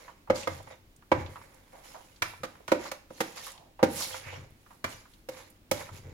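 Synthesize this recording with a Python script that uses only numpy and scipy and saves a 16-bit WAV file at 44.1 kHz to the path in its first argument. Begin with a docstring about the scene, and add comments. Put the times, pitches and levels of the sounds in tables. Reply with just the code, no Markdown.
"""Small hard kitchen, phone microphone close to a large plastic bowl tilted by one hand on the counter.
A metal spoon knocks the wall ringing, then scrapes through crumbly dough; lumps plop back and the
thin bowl flexes. A knock just after 1 s leads into softer stirring, then a run of knocks from 2.2 s.
Near 4 s come a heavy knock and a loud, sliding scrape; lighter strokes follow to the end.
A short room echo and a faint hum lie behind it all."""
import sys
import numpy as np
from scipy import signal
from scipy.fft import rfft, irfft, next_fast_len
from scipy.io import wavfile

SR = 44100
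rng = np.random.default_rng(int(sys.argv[2]) if len(sys.argv) > 2 else 0)


def pcm_store(signal):
    """Save signal as 16-bit PCM."""
    levels = np.round(np.clip(np.atleast_2d(signal), -1, 1) * 32767)
    wavfile.write(sys.argv[1], SR, levels.astype(np.int16).T)


N = 270333
TIME = np.arange(N) / SR
AGE = np.arange(SR // 2) / SR  # time since a blow

# Spoon on the wall, close up: t/s, level/dB, body/dB and hollow ring/dB above that level,
# treble slope/(dB per octave), crack hold/s, wall tuning/ratio, left minus right/dB
SPOON_KNOCKS = [(0.2994, -25, -4, 2, -7.5, 0.012, 0.99, -0.5),
                (0.4728, -28.5, -10.5, -4, -6, 0.0083, 0.96, -2),
                (1.1157, -19, -8, -3, -9, .015, 1.015, -2),
                (2.2204, -24, -24, -14.5, -3.5, 0.0095, 1.05, -1), (2.433, -34, -5, -8, -4, 0.025, .97, -3),
                (2.679, -35.5, -10, -17.5, -3.5, 0.00067, 0.67, 1),
                (2.717, -23.5, -3.5, 4, -5, .011, 1, -1), (2.9147, -39, -15, -4, -1, 0.0085, 1.02, -2),
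                (3.104, -51, 2.5, 3.5, -10, 0.0054, 0.99, -1.5),
                (3.2042, -28.5, -5.5, -3.5, -2, 0.015, .94, -2),
                (3.828, -24, 5.5, 5, -4, 0.021, 0.97, -2.5),
                (4.8418, -28.5, -9.5, -13, -4, 0.0087, 1.08, -1.5),
                (5.2868, -46.5, -4, 6.5, -0.2, 0.013, .98, -2), (5.7122, -32, -0.5, 3.5, .5, 0.0093, 1, -2)]
# Modes of the plastic bowl: f/Hz, level/dB, t60/s apart from the early drop
BOWL_MODES = [(85.7, -22, .7), (140.6, -14.5, 0.3), (232.8, -7.5, 0.079), (270, -10, 0.051), (343, -6, 0.2),
              (478, -15.5, 0.14), (519.7, -3, 0.13), (592, -7.5, 0.17), (695, -19, 0.16),
              (825.5, -14.5, 0.19), (962, -13.5, 0.16), (1266, -17, .13), (1480, -20.5, 0.064),
              (1964, -21.5, 0.09), (2208, -14, 0.19)]
# Spectrum of a knock's crack: f/Hz, level/dB
CRACK_COLOUR = [(150, -18), (430, 3), (750, -2.5), (1200, -2.5), (2100, -6), (2900, -9), (4200, -9.5),
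                (6800, -9.5), (8200, -14), (11000, -13), (16000, -19.5)]
def knocks(ring_db=-1, crack_db=10, detune=0.007, scatter_db=2.23, crack_s=0.027, rise_s=0.00076):
    """Each blow of the spoon rings the bowl's modes with a sharp crack."""
    out = np.zeros((2, N))
    hz, mode_db, t60 = np.transpose(BOWL_MODES)
    attack = 1 - np.exp(-AGE / rise_s)
    decay = np.exp(-np.log(1000) * AGE / t60[:, None])
    ring_shape = attack * early_drop(hold_s=0.012, release_s=0.0022) * decay
    lag_s = np.array([0, 0.00011])[:, None, None]  # the right microphone hears the ring later
    polarity = (-1) ** np.arange(len(hz))  # neighbouring modes swing in opposite senses
    for start, db, body_db, hollow_db, slope_db, hold_s, tuning, pan_db in SPOON_KNOCKS:
        blow = blow_colour(db, body_db, hollow_db, slope_db)
        pitch_draw, level_draw = rng.standard_normal((2, len(hz)))
        tuned_hz = (hz * tuning * (1 + detune * pitch_draw))[:, None]
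        rings = np.sin(2 * np.pi * tuned_hz * (AGE - lag_s)) * ring_shape
        rings = np.stack([burst(rings[:, k]) for k in range(len(hz))], axis=1)
        gains = polarity * undb(mode_db + across(blow, hz) + ring_db + scatter_db * level_draw)
        # the crowded upper modes merge into a short crack
        crack_shape = attack * np.exp(-AGE / crack_s) * early_drop(hold_s, release_s=.004)
        crack = burst(stereo_noise(len(AGE), likeness=-0.16) * crack_shape)
        crack = undb(crack_db) * colour(colour(crack, CRACK_COLOUR), blow)
        add(out, start, (gains @ rings + crack) * pan(pan_db))
    # a bowl is too small to radiate deep bass
    return signal.sosfilt(signal.butter(2, 85, "high", fs=SR, output="sos"), out)


def blow_colour(db, body_db, hollow_db, slope_db):
    """Where the spoon lands sets body and hollow ring; dough cushions the treble: f/Hz, level/dB."""
    treble = lambda hz: db + slope_db * np.log2(hz / 1100)
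    return [(225, db + body_db),
            (335, db + (body_db + hollow_db) / 2 - 2.5),  # side-wall blows feed little here
            (520, db + hollow_db),
            (1100, db),
            (2100, treble(2100) + 2),  # snap of the steel edge
            (11000, treble(11000))]


def early_drop(hold_s, release_s, rest=0.25):
    """A blow sounds at full strength for about 10 ms, then drops quickly to a quieter ring."""
    return rest + (1 - rest) * (1 - np.tanh((AGE - hold_s) / release_s)) / 2


# Pushes through the dough: t/s, swell/s, fade/s, scrape level/dB, dough/dB and flour/dB above the scrape
SPOON_STROKES = [(-.1, 0.13, 0.074, -59.5, 6, -6), (0.343, 0.017, 0.068, -41.5, -0.5, -11),
                 (.47, 0.07, 0.074, -53.5, 1, -5.5), (.66, 0.057, 0.024, -58, 10, -11),
                 (1.11, 0.1, 0.057, -58, 11.5, -11), (1.27, 0.046, 0.29, -64, 7.5, -2),
                 (1.678, 0.1, 0.25, -65, 4, -3), (1.825, 0.032, 0.18, -56.5, 1, -4),
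                 (2.235, 0.053, 0.07, -59, 3, 1), (2.45, 0.051, 0.17, -67.5, 5, -3),
                 (2.779, 0.099, 0.016, -46.5, 3, -9.5), (3.09, 0.15, 0.12, -53.5, -1.5, -5),
                 (3.352, 0.016, 0.062, -45, -3, -10), (3.389, 0.08, 0.042, -47, -4.5, -4.5),
                 (3.88, 0.14, 0.084, -41.5, -3, 1), (4.079, 0.079, 0.043, -43.5, 0, -13),
                 (4.209, 0.13, 0.065, -54.5, 9, -12.5), (4.5, 0.25, 0.067, -71, -1, 0.5),
                 (4.84, 0.084, 0.052, -50, 0, -6.5), (5.07, .06, 0.064, -70.5, -1.5, 3.5),
                 (5.278, 0.11, 0.06, -54.5, 4, -6.5), (5.712, .1, 0.049, -49, 5, -5.5),
                 (5.918, 0.034, 0.04, -53, 1, -5), (6.02, 0.051, 0.089, -67, 10, -16)]
# Spectra of moist dough, steel edge and dry flour, close up: f/Hz, level/dB
DOUGH_RASP = [(200, -19), (400, -10), (520, 8), (660, -4.5), (900, 1.5), (1300, -4), (1750, -4), (2200, 0),
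              (2800, -15.5), (4500, -49.5)]
STEEL_SCRAPE = [(1500, -29), (2500, -1), (3000, 0.5), (4200, 0), (4900, -0.5), (5600, 0.5), (6200, -2),
                (7100, 2.5), (8000, -16), (11000, -31)]
FLOUR_HISS = [(6000, -25), (8000, 2.5), (9500, 0.5), (11000, 7), (12500, -2.5), (14000, -2), (16000, -9.5)]
def stirring(trailing_db=-85, judder_db=1.7, judder_hz=63):
    """Each push makes dough rasp, steel scrape and flour hiss on the wall; its pressure judders."""
    power = undb(trailing_db) ** 2  # the spoon trails lightly between pushes
    for start, swell, fade, db, dough_db, flour_db in SPOON_STROKES:
        gains = undb([db + dough_db, db, db + flour_db])[:, None]
        power = power + (gains * push(start, swell, fade)) ** 2
    dough, steel, flour = np.sqrt(power)
    rasp = dough * grains(DOUGH_RASP, per_s=2500, spread_db=-2.0, likeness=0.18) * pan(-3)
    scrape = steel * grains(STEEL_SCRAPE, per_s=4000, spread_db=1.0, likeness=.1) * pan(-1.5)
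    hiss = flour * grains(FLOUR_HISS, per_s=4200, spread_db=.8, likeness=.05) * pan(-5.5)
    judder = undb(judder_db * wander(judder_hz))
    return (rasp + scrape + hiss) * judder + breaking_crumbs(steel)


def push(start, swell, fade, steepness=0.77, rounding=.07):
    """Pressure builds as the hand leans in, rounds off and dies away."""
    age = np.maximum(TIME - start, 0)
    crest_s = rounding * swell
    past_crest = crest_s * np.logaddexp(0, (age - swell) / crest_s)
    return np.minimum(age / swell, 1) ** steepness * np.exp(-past_crest / fade)


def breaking_crumbs(pressure, count=330, centre_hz=4236, octaves=.65, spread_db=2.5, decay_s=0.012):
    """Crumbs break under the spoon at random, each at its own pitch, louder the harder it presses."""
    starts = (np.arange(count) + rng.random(count)) / count * TIME[-1]
    pitch, size = rng.standard_normal((count, 2)).clip(-2, 2).T
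    hz = centre_hz * 2 ** (octaves * pitch)
    db = 20 * np.log10(np.interp(starts, TIME, pressure)) + spread_db * size
    breaks = zip(starts, hz, db, np.full(count, decay_s))
    return soft_contacts(breaks, q=12, likeness=.1, gain_db=-10, pan_db=3.0)


# Gliding scrapes, a little right of the microphone: start t/s, end t/s, start f/Hz, end f/Hz, level/dB
WALL_SLIDES = [(0.332, .46, 7120, 5820, -52), (3.428, 3.777, 1083, 615, -63),
               (3.938, 4.089, 6980, 5040, -42), (4.17, 4.417, 1690, 3213, -52)]
def slides(relative_width=0.3):
    """Friction noise in one resonance that glides as the spoon travels up or down the wall."""
    out = np.zeros((2, N))
    for start, end, first_hz, last_hz, db in WALL_SLIDES:
        count = int((end - start) * SR)
        phase = 2 * np.pi * np.cumsum(np.geomspace(first_hz, last_hz, count)) / SR
        noise = stereo_noise(N, likeness=.3) + 1j * stereo_noise(N, likeness=.3)
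        lowpass = signal.butter(2, relative_width * min(first_hz, last_hz), fs=SR, output="sos")
        friction = np.real(signal.sosfilt(lowpass, noise[:, :count]) * np.exp(1j * phase))
        add(out, start, undb(db) * pan(-2) * unit(friction * np.hanning(count)))
    return out


# Lumps landing, a little right of the microphone: t/s, f/Hz, relative level/dB, decay/s
DOUGH_PLOPS = [(.0795, 1010, -45, 0.019), (.273, 894, -48.5, 0.018), (.601, 680, -47, 0.0048),
               (.673, 850, -48.5, 0.0094), (.707, 630, -50.5, 0.014), (1.022, 1200, -58.5, 0.0072),
               (1.3572, 1019, -42.5, 0.013), (1.4145, 1060, -53, 0.0049), (1.730, 684, -46, 0.067),
               (1.944, 800, -42, .03), (2.335, 915, -48, 0.0052), (2.553, 1060, -54.5, 0.0041),
               (2.604, 434, -54.5, .008), (2.855, 1010, -41, 0.012), (3.371, 1188, -47.5, 0.016),
               (3.466, 1180, -43.5, 0.021), (3.791, 775, -38, 0.028), (4.004, 1000, -39, 0.028),
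               (4.1435, 988, -39.5, 0.0035), (4.327, 597, -45.5, 0.01), (4.662, 1155, -57.5, 0.0074),
               (4.705, 920, -51, 0.021), (5.054, 1170, -57, 0.0077), (5.8885, 940, -46, 0.0091)]
def plops():
    """Lumps of dough drop back on the wall with a soft, dull puff."""
    return soft_contacts(DOUGH_PLOPS, q=1.39, likeness=.3, gain_db=-4.5, pan_db=-2.0)


# Skids, centred on the microphone: t/s, f/Hz, relative level/dB, decay/s
EDGE_SKIDS = [(.433, 2600, -42, 0.0091), (.628, 9500, -60, 0.0044), (.962, 7900, -60, 0.0054),
              (1.261, 3040, -49, 0.01), (1.543, 8500, -60.5, 0.0048), (2.161, 4100, -59, 0.0072),
              (3.466, 10100, -45.5, 0.0045), (3.517, 7540, -49, 0.0056), (3.577, 3300, -53, 0.0071),
              (4.022, 4160, -31, 0.033), (4.503, 11000, -66, .006), (5.135, 3400, -58, .01),
              (5.500, 11000, -57, 0.008)]
def skids():
    """The spoon's edge slips on the wall with a short, bright scuff."""
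    return soft_contacts(EDGE_SKIDS, q=1.5, likeness=0.093, gain_db=-7.0, pan_db=0.0)


# The bowl giving against hand and counter: t/s, swell/s, fade/s, level/dB
BOWL_FLEXES = [(.29, 0.0097, 0.053, -37), (.46, 0.063, 0.082, -43.5), (1.119, 0.062, 0.084, -37),
               (2.214, 0.0088, 0.051, -43.5), (2.4, 0.029, 0.046, -50), (3.9, 0.38, 0.057, -56),
               (4.25, 0.19, 0.048, -46.5), (4.838, .012, 0.061, -43), (5.28, 0.047, .07, -55.5),
               (5.703, 0.013, 0.084, -43), (5.9, .04, 0.074, -42.5), (6.04, 0.059, 0.13, -43.5)]
# Spectrum of its rumble, close up: f/Hz, level/dB
RUMBLE_COLOUR = [(35, -7.5), (70, -5.5), (93, 12), (115, 3), (140, 3), (190, -11), (330, -11), (500, -11.5),
                 (1000, -50)]
def flexing(holding_db=-71):
    """The thin bowl rumbles in its lowest modes as it is pushed about, faintly when merely held."""
    pushes = sum(undb(db) * push(start, swell, fade) for start, swell, fade, db in BOWL_FLEXES)
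    rumble = grains(RUMBLE_COLOUR, per_s=420, spread_db=2.5, likeness=0.98)
    return (undb(holding_db) + pushes) * rumble * pan(1.4)


# Decay of the kitchen's echo: f/Hz, t60/s
ECHO_DECAY = [(100, 0.46), (500, 0.36), (1500, 0.45), (4000, 0.43), (12000, 0.3)]
# Its spectrum at the counter: f/Hz, level/dB
ECHO_COLOUR = [(120, 5), (500, 2.5), (1200, 0), (3000, 1.5), (12000, 0)]
def room_echo(x, wet_db=-11, delay_s=0.0029, build_s=0.00067):
    """Tiles and cupboards close by return a dense short tail, alike in both channels in the bass."""
    edges_hz = [40, 200, 400, 800, 1600, 3200, 6400, 11000, 18000]
    tail = 0
    for low, high in zip(edges_hz, edges_hz[1:]):
        hz = np.sqrt(low * high)
        noise = stereo_noise(len(AGE), likeness=1 / (1 + (hz / 900) ** 2))
        band = signal.sosfilt(signal.butter(3, [low, high], "band", fs=SR, output="sos"), noise)
        decay = np.exp(-np.log(1000) * AGE / across(ECHO_DECAY, hz))
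        tail = tail + band * decay * undb(across(ECHO_COLOUR, hz))
    tail = tail * (1 - np.exp(-np.maximum(AGE - delay_s, 0) / build_s))
    tail = tail / np.sqrt(np.sum(tail ** 2) / 2)
    return undb(wet_db) * signal.fftconvolve(x, tail, axes=1)[:, :N]


# Spectrum of the quiet kitchen, all round the microphone: f/Hz, level/dB
ROOM_TONE = [(20, -5), (42, 5), (65, -4), (100, -9.5), (160, -6.5), (320, -5.5), (420, -13.5), (1200, -23),
             (3000, -26), (9000, -33.5), (11000, -34.5), (16000, -31)]
def room_tone(level_db=-61.5):
    """A low hum of the house under a thin, even hiss that is wider in stereo."""
    mid, side = rng.standard_normal((2, N))
    side = colour(side, [(100, -14.5), (500, -8.5), (1500, 3.0), (8000, 0.0)])
    return undb(level_db) * unit(colour(mid + side * np.array([[1], [-1]]), ROOM_TONE))


def soft_contacts(rows, q, likeness, gain_db, pan_db, rise_s=.0005):
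    """Each brief contact is a puff of tiny slips in one resonance."""
    out = np.zeros((2, N))
    for start, hz, db, decay_s in rows:
        envelope = (1 - np.exp(-AGE / rise_s)) * np.exp(-AGE / decay_s)
        slips = stereo_noise(len(AGE), likeness) * envelope
        b, a = signal.iirpeak(hz, q, fs=SR)
        puff = burst(signal.lfilter(b, a, signal.lfilter(b, a, slips)))
        add(out, start, undb(db + gain_db) * pan(pan_db) * puff)
    return out


def grains(spectrum, per_s, spread_db, likeness):
    """Dense tiny slips of uneven size, at rms 1."""
    sizes = undb(spread_db * np.minimum(rng.exponential(size=N), 5))
    slipping = rng.random(N) < per_s / SR
    return unit(colour(stereo_noise(N, likeness) * sizes * slipping, spectrum))


def stereo_noise(count, likeness):
    """White noise whose left and right correlate by likeness."""
    mid, side = rng.standard_normal((2, count))
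    c = np.clip(likeness, -.99, .99)
    return (np.sqrt(1 + c) * mid + np.sqrt(1 - c) * side * np.array([[1], [-1]])) / np.sqrt(2)


def wander(hz):
    """Random drift with a spread near 1."""
    knots = rng.standard_normal(1024)
    return np.interp(TIME * hz, np.arange(len(knots)), knots)


def colour(x, points):
    """Minimum-phase filter through points of f/Hz, gain/dB."""
    size = next_fast_len(x.shape[-1] + 4096, real=True) // 2 * 2
    gains = undb(across(points, np.arange(size // 2 + 1) * SR / size))
    cepstrum = irfft(np.log(gains))
    cepstrum[1:size // 2] *= 2
    cepstrum[size // 2 + 1:] = 0
    return irfft(rfft(x, size) * np.exp(rfft(cepstrum)))[..., :x.shape[-1]]


def across(points, hz):
    """Read points of f/Hz, value on a log-frequency axis."""
    f, value = np.transpose(points)
    return np.interp(np.log(hz + 1), np.log(f), value)


def undb(db):
    """Decibels to gain."""
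    return 10 ** (np.asarray(db) / 20)


def unit(x):
    """Scale to rms 1."""
    return x / np.sqrt(np.mean(x ** 2))


def burst(x):
    """Scale a short sound to the energy of 40 ms at rms 1."""
    return x / np.sqrt(np.mean(np.sum(x ** 2, axis=-1)) / (.04 * SR))


def pan(db):
    """Channel gains for left minus right/dB."""
    return unit(undb([[db / 2], [-db / 2]]))


def add(out, start, x):
    """Mix x into out from start/s."""
    i = int(start * SR)
    out[:, i:i + x.shape[-1]] += x[:, :N - i]


def scene():
    """The bowl up close, its echo and the quiet kitchen behind."""
    bowl = plops() + skids() + knocks() + stirring() + slides()
    return bowl + room_echo(bowl) + flexing() + room_tone()


# The phone's two microphone ports: f/Hz, left minus right/dB
MICROPHONE_BALANCE = [(150, 1.5), (500, -1.5), (1100, -2.15), (4000, -0.5), (8000, -1.5), (12000, -6)]
def record(dry, top_hz=16000):
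    """The phone beside the bowl colours each channel a little differently and cuts the top."""
    left = colour(dry[0], [(hz, db / 2) for hz, db in MICROPHONE_BALANCE])
    right = colour(dry[1], [(hz, -db / 2) for hz, db in MICROPHONE_BALANCE])
    lowpass = signal.ellip(8, .2, 70, top_hz, fs=SR, output="sos")
    return signal.sosfilt(lowpass, np.stack([left, right]))


dry = scene()
out = record(dry)
pcm_store(out)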